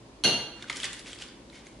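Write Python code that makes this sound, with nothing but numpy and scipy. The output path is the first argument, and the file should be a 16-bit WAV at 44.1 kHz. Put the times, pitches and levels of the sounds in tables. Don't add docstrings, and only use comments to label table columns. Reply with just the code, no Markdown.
import sys
import numpy as np
from scipy import signal
from scipy.fft import rfft, irfft, next_fast_len
from scipy.io import wavfile
from scipy.ndimage import uniform_filter1d, map_coordinates

SR = 44100
rng = np.random.default_rng(int(sys.argv[2]) if len(sys.argv) > 2 else 0)


def magnitude_from_level(level_db):
    exponent = np.asarray(level_db, float) / 20
    return 10 ** exponent


def transcribe(signal):
    frames = np.atleast_2d(signal).T
    limited = np.clip(frames, -1, 1)
    pcm = np.round(limited * 32767).astype(np.int16)
    wavfile.write(sys.argv[1], SR, pcm)


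N = 79380

# start_s, level_db
CONTACTS = [(.2378, -16), (.2428, -19), (.2457, -16), (.2517, -19)]
# pitch_hz, level_db (before RING_DB), fall_60db_s, split_hz, partner_db
BOWL_TONES = [
    [(5857, -33, .12, 40, -5), (6900, -33, .06, 90, -3), (9325, -43, .3, 30, -2), (10660, -42, .25, 60, -2)],
    [(6150, -29.5, .5, 14, -4)],
    [(1575, -33, .28, 14, -3), (3144, -35, .4, 20, -6), (3289, -34, .4, 15, -6), (3779, -34, .35, 30, -4),
     (4298, -21, .55, 18, -4), (4365, -34, .3, 30, -3), (4470, -35, .3, 50, -3)],
    [(2800, -20.5, .5, 9.5, -2), (2918, -36, .3, 20, -6)],
]
# pitch_hz, relative_level_db
CRACK_COLOUR = [(500, -36.5), (900, -4), (1300, -10.5), (2000, -6.5), (3000, 0.5), (4500, 7), (5000, -13),
                (6000, 2), (7000, -7.5), (7800, -18), (9300, -12.5), (11000, -10)]
# pitch_hz, relative_level_db
THUD_COLOUR = [(41, -46), (70, -5), (113, 10.5), (488, 9.5), (880, 6), (961, -1), (1270, -32.5), (1400, 5),
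               (1820, -47), (3080, -120)]
# start_s, level_db (before the snap gains), body_hz, treble_over_body_db, treble_hz
SNAPS = [(0.624, -21, 3570, -31, 4630), (0.6418, -34, 1510, -1, 6160), (0.6981, -15.5, 2100, -35, 6150),
         (0.7075, -28.5, 3000, -21, 4500), (0.7282, -22.5, 3100, 6.5, 5380), (0.7574, -29, 3250, -5, 6050),
         (0.7624, -41, 2150, -8, 7200), (0.7682, -37, 3060, -8, 4760), (0.7866, -41, 3060, -5.5, 5200),
         (0.8007, -18.5, 3102, 6, 6540), (0.8325, -12, 3430, -11, 4760), (0.842, -21.5, 1887, 15.5, 7800),
         (0.8477, -19, 2910, -17, 5170), (0.8564, -54, 1980, -8, 5190), (0.9309, -24, 4020, 13, 7830),
         (0.9935, -24, 4630, -3, 5540), (1.0606, -34, 2440, -16.5, 5740), (1.1309, -22, 3330, 7, 7840),
         (1.159, -38, 2010, 2, 4510), (1.1884, -31, 3500, 6, 4940), (1.2215, -24.5, 3160, -14, 4960),
         (1.2332, -43, 3100, -1.5, 4940), (1.2631, -30, 4360, -1, 4500), (1.2862, -35, 3540, 9.5, 4800),
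         (1.499, -33.5, 3880, -28, 4440), (1.5294, -40, 2130, -25, 4880), (1.6681, -35.5, 2130, 12, 6550),
         (.6972, -14, 3440, -18, 6100)]
# time_s, level_db, brightness_db_per_octave
HANDLING = [(.56, -57.5, -6), (0.622, -49, 0), (0.626, -39.5, -2), (0.659, -63, -15), (0.687, -42.5, -7.5),
            (0.696, -53, 9), (0.701, -30.5, -6.5), (0.719, -47, 7), (0.751, -46.5, 10), (0.77, -36.5, 13.5),
            (.79, -43, 3.5), (0.824, -40, 4.5), (.85, -29, 7), (0.881, -45.5, -6.5), (.925, -53.5, 16),
            (0.935, -38, 7), (0.961, -54, 10), (.995, -47, 13.5), (1.031, -64, 8), (1.07, -42, 3),
            (1.12, -48, 9.5), (1.175, -56, 7), (1.222, -39, 3.5), (1.25, -52, 2.5), (1.3, -59, 5),
            (1.36, -73, 9), (1.519, -63.5, 7), (1.55, -49.5, 5.5), (1.64, -61.5, -2), (1.67, -53, 8),
            (1.69, -64.5, 12), (1.8, -65, 0)]
# pitch_hz, relative_level_db
FILM_COLOUR = [(240, -40), (400, 0.5), (429, -15), (466, -14), (1280, -19.5), (1490, -4.5), (3480, -2),
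               (3890, -5.5), (7780, -12.5), (11000, -20.5), (14300, -47), (22000, -120)]
# pitch_hz, width_hz, level_db
SQUEAK_BAND = (2170, 90, -57)
# pitch_hz, relative_level_db
RUMBLE_COLOUR = [(20, -30), (35, -9), (70, -3), (88, -40), (110, 1), (147, -9), (250, -1), (310, -1.5),
                 (480, -10.5), (570, -7), (650, -14), (1050, -13.5), (1250, -20.5), (4070, -24.5),
                 (4520, -24.5), (11000, -33.5)]
# pitch_hz, likeness (1 = same, -1 = opposite)
RUMBLE_ALIKE = [(60, .99), (140, 0.97), (350, 0.93), (700, 0.55), (1500, 0.065), (3000, 0.21),
                (6000, -0.17), (11000, -0.37)]
# pitch_hz, likeness (1 = same, -1 = opposite)
ECHO_ALIKE = [(100, 1), (300, .96), (700, 0.93), (1500, .75), (3000, 0.49), (6000, -0.34), (11000, 0.084)]
# pitch_hz, fall_60db_s
ECHO_FADE = [(150, 0.54), (1000, 0.82), (4000, 0.58), (10000, 0.5)]

RING_DB, RING_RISE_S = -2.5, 0.0006
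PAIR_LAG_TURNS = 0.2
CRACK_FALL_60DB_S = 0.0076
THUD_S, THUD_DB, THUD_RISE_S, THUD_FALL_60DB_S = 0.2385, -26.5, 0.013, 0.65
SNAP_RING_DB, SNAP_RISE_S = 7.5, 0.0008
BODY_CYCLES, TREBLE_CYCLES = 8.5, 7.8
SNAP_CLICK_DB, SNAP_CLICK_FALL_60DB_S = -7, 0.01
GRAIN_HZ, GRAIN_SPREAD_OCTAVES, GRAIN_CYCLES = 3390, 0.81, 2.5
GRAINS_PER_S, GRAIN_SPREAD_DB = 3500, 2.2
CRACKLE_DB, HISS_DB = -4, -6
SQUEAK_S, SQUEAK_LENGTH_S = 1.528, 0.065
RUMBLE_DB = -50.5
HUM_HZ, HUM_DB, HUM_WAVER_HZ, HUM_WAVER_DB = 53, -62, 3, 3
RING_WET_DB, CRACK_WET_DB, BAG_WET_DB, SQUEAK_WET_DB = -8, 9, -4, -10
WALL_S, PAN_DB = 0.00067, -0.2
TOP_HZ, TOP_SLOPE = 11030, 120


def bowl():
    out = np.zeros((2, N))
    lag = np.pi * PAIR_LAG_TURNS * np.array([[1], [-1]])
    for (start_s, _), tones in zip(CONTACTS, BOWL_TONES):
        t = np.maximum(np.arange(N) / SR - start_s, 0)
        rise = 1 - np.exp(-t / RING_RISE_S)
        for hz, db, fall_s, split_hz, partner_db in tones:
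            lower = np.sin(2 * np.pi * (hz - split_hz / 2) * t)
            upper = np.sin(2 * np.pi * (hz + split_hz / 2) * t + lag)
            fade = magnitude_from_level(db + RING_DB - 60 * t / fall_s)
            out += fade * rise * (lower + magnitude_from_level(partner_db) * upper)
    return out


def cracks():
    envelope = np.zeros(N)
    t = np.arange(SR // 10) / SR
    for start_s, db in CONTACTS:
        add(envelope, start_s, magnitude_from_level(db - 60 * t / CRACK_FALL_60DB_S))
    bursts = filtered(envelope * rng.standard_normal(N), causal(CRACK_COLOUR))
    return unit(bursts) * np.sqrt(np.mean(envelope ** 2))


def thud():
    t = np.maximum(np.arange(N) / SR - THUD_S, 0)
    rise = 1 - np.exp(-t / THUD_RISE_S)
    boom = diffuse(noise(THUD_COLOUR, channels=2), ECHO_ALIKE)
    return boom * magnitude_from_level(THUD_DB - 60 * t / THUD_FALL_60DB_S) * rise


def snaps():
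    rings, clicks = np.zeros(N), np.zeros(N)
    t = np.arange(SR // 20) / SR
    rise = (1 - np.exp(-t / SNAP_RISE_S)) ** 2
    phases = rng.uniform(0, 2 * np.pi, (len(SNAPS), 2))

    def ring(hz, cycles, phase):
        return magnitude_from_level(-30 * t * hz / cycles) * rise * np.sin(2 * np.pi * hz * t + phase)

    for (start_s, db, body_hz, treble_db, treble_hz), (body_phase, treble_phase) in zip(SNAPS, phases):
        body = ring(body_hz, BODY_CYCLES, body_phase)
        treble = magnitude_from_level(treble_db) * ring(treble_hz, TREBLE_CYCLES, treble_phase)
        add(rings, start_s, magnitude_from_level(db + SNAP_RING_DB) * (body + treble))
        click_fade = magnitude_from_level(db + SNAP_CLICK_DB - 60 * t / SNAP_CLICK_FALL_60DB_S)
        add(clicks, start_s, click_fade * rise)
    return rings + clicks * noise(FILM_COLOUR)[0]


def crackle():
    time_s, db, tilt_db = np.transpose(HANDLING)
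    t = np.arange(N) / SR
    level = magnitude_from_level(np.interp(t, time_s, db, left=-120))
    tilt_db = np.interp(t, time_s, tilt_db)

    when, size, turn = rng.random((round(GRAINS_PER_S * N / SR), 3)).T
    octaves = GRAIN_SPREAD_OCTAVES * rng.standard_normal(len(when))
    hz = np.clip(GRAIN_HZ * 2 ** octaves, 1300, 11000)[:, None]
    start = (when * N).astype(int)
    k = np.arange(SR // 100)

    size_db = -GRAIN_SPREAD_DB * np.log(size + 1e-9)[:, None]
    size_db = size_db + tilt_db[start][:, None] * np.log2(hz / GRAIN_HZ)
    fade = magnitude_from_level(size_db - 30 * k / SR * hz / GRAIN_CYCLES)
    rise = 1 - np.exp(-k / SR * hz)
    rings = fade * rise * np.sin(2 * np.pi * (hz * k / SR + turn[:, None]))
    grains = np.bincount((start[:, None] + k).ravel(), rings.ravel(), N + len(k))[:N]
    grains = grains / np.sqrt(np.abs(uniform_filter1d(grains ** 2, SR // 20)) + 1e-9)
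    return level * (magnitude_from_level(CRACKLE_DB) * grains + magnitude_from_level(HISS_DB) * noise(FILM_COLOUR)[0])


def squeak():
    hz, width_hz, db = SQUEAK_BAND
    progress = (np.arange(N) / SR - SQUEAK_S) / SQUEAK_LENGTH_S
    fade = np.clip(8 * np.minimum(progress, 1 - progress), 0, 1)
    rub = unit(filtered(rng.standard_normal(N), lambda f: np.exp(-((f - hz) / width_hz) ** 2)))
    return magnitude_from_level(db) * fade * rub


def kitchen(x, wet_db, count=18):
    out = x * magnitude_from_level([[PAN_DB], [-PAN_DB]])
    hop = N // count + 1
    mono = np.atleast_2d(x).mean(0)
    for i in range(0, N, hop):
        hz, t, z = signal.stft(rng.standard_normal((2, SR // 2)), SR, nperseg=256)
        fade = magnitude_from_level(-60 * t / along(ECHO_FADE, hz)[:, None])
        tail = diffuse(signal.istft(z * fade, SR, nperseg=256)[1], ECHO_ALIKE)
        tail = tail * (1 - np.exp(-np.arange(tail.shape[1]) / SR / WALL_S))
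        tail = tail / np.linalg.norm(tail[0])
        wet = signal.fftconvolve(mono[None, i:i + hop], tail, axes=1)[:, :N - i]
        out[:, i:i + wet.shape[1]] += magnitude_from_level(wet_db) * wet
    return out


def room_tone():
    hum_level = magnitude_from_level(HUM_DB + HUM_WAVER_DB * wobble(6.5))
    hum_hz = HUM_HZ + HUM_WAVER_HZ * wobble(6.41)
    hum = hum_level * np.sin(2 * np.pi * np.cumsum(hum_hz) / SR)
    rumble = diffuse(noise(RUMBLE_COLOUR, channels=2), RUMBLE_ALIKE)
    return magnitude_from_level(RUMBLE_DB) * rumble + hum


def unit(x):
    return x / np.sqrt(np.mean(x ** 2) + 1e-20)


def along(points, hz):
    f, v = np.transpose(points)
    return np.interp(np.log(hz + 1), np.log(f + 1), v)


def filtered(x, response):
    m = 2 * next_fast_len(x.shape[-1] // 2 + 4096)
    return irfft(rfft(x, m) * response(np.fft.rfftfreq(m, 1 / SR)), m)[..., :x.shape[-1]]


def causal(points):
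    def response(hz):
        c = irfft(np.log(magnitude_from_level(along(points, hz))))
        c[1:len(c) // 2] *= 2
        c[len(c) // 2 + 1:] = 0
        return np.exp(rfft(c))[:len(hz)]
    return response


def diffuse(pair, alike):
    def shares(hz):
        angle = np.arccos(np.clip(along(alike, hz), -1, 1)) / 2
        return np.array([np.cos(angle), np.sin(angle)])

    mid, side = filtered(pair, shares)
    return np.array([mid + side, mid - side])


def noise(colour, channels=1):
    white = rng.standard_normal((channels, N))
    return unit(filtered(white, lambda hz: magnitude_from_level(along(colour, hz))))


def wobble(rate):
    return map_coordinates(rng.standard_normal(64), [np.arange(N) * rate / SR])


def add(out, start_s, sound):
    part = out[round(start_s * SR):][:len(sound)]
    part += sound[:len(part)]


def scene():
    ring = kitchen(bowl(), RING_WET_DB, count=1)
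    contacts = kitchen(cracks(), CRACK_WET_DB, count=1)
    hit = ring + contacts + thud()
    bag = kitchen(snaps() + crackle(), BAG_WET_DB)
    rub = kitchen(squeak(), SQUEAK_WET_DB, count=1)
    return hit + bag + rub + room_tone()


def roll_off(x):
    return signal.sosfilt(signal.butter(12, 12160, fs=SR, output="sos"), x)


def record(dry):
    mix = filtered(dry, lambda hz: 1 / (1 + (hz / TOP_HZ) ** TOP_SLOPE))
    return roll_off(mix)


dry = scene()
out = record(dry)
transcribe(out)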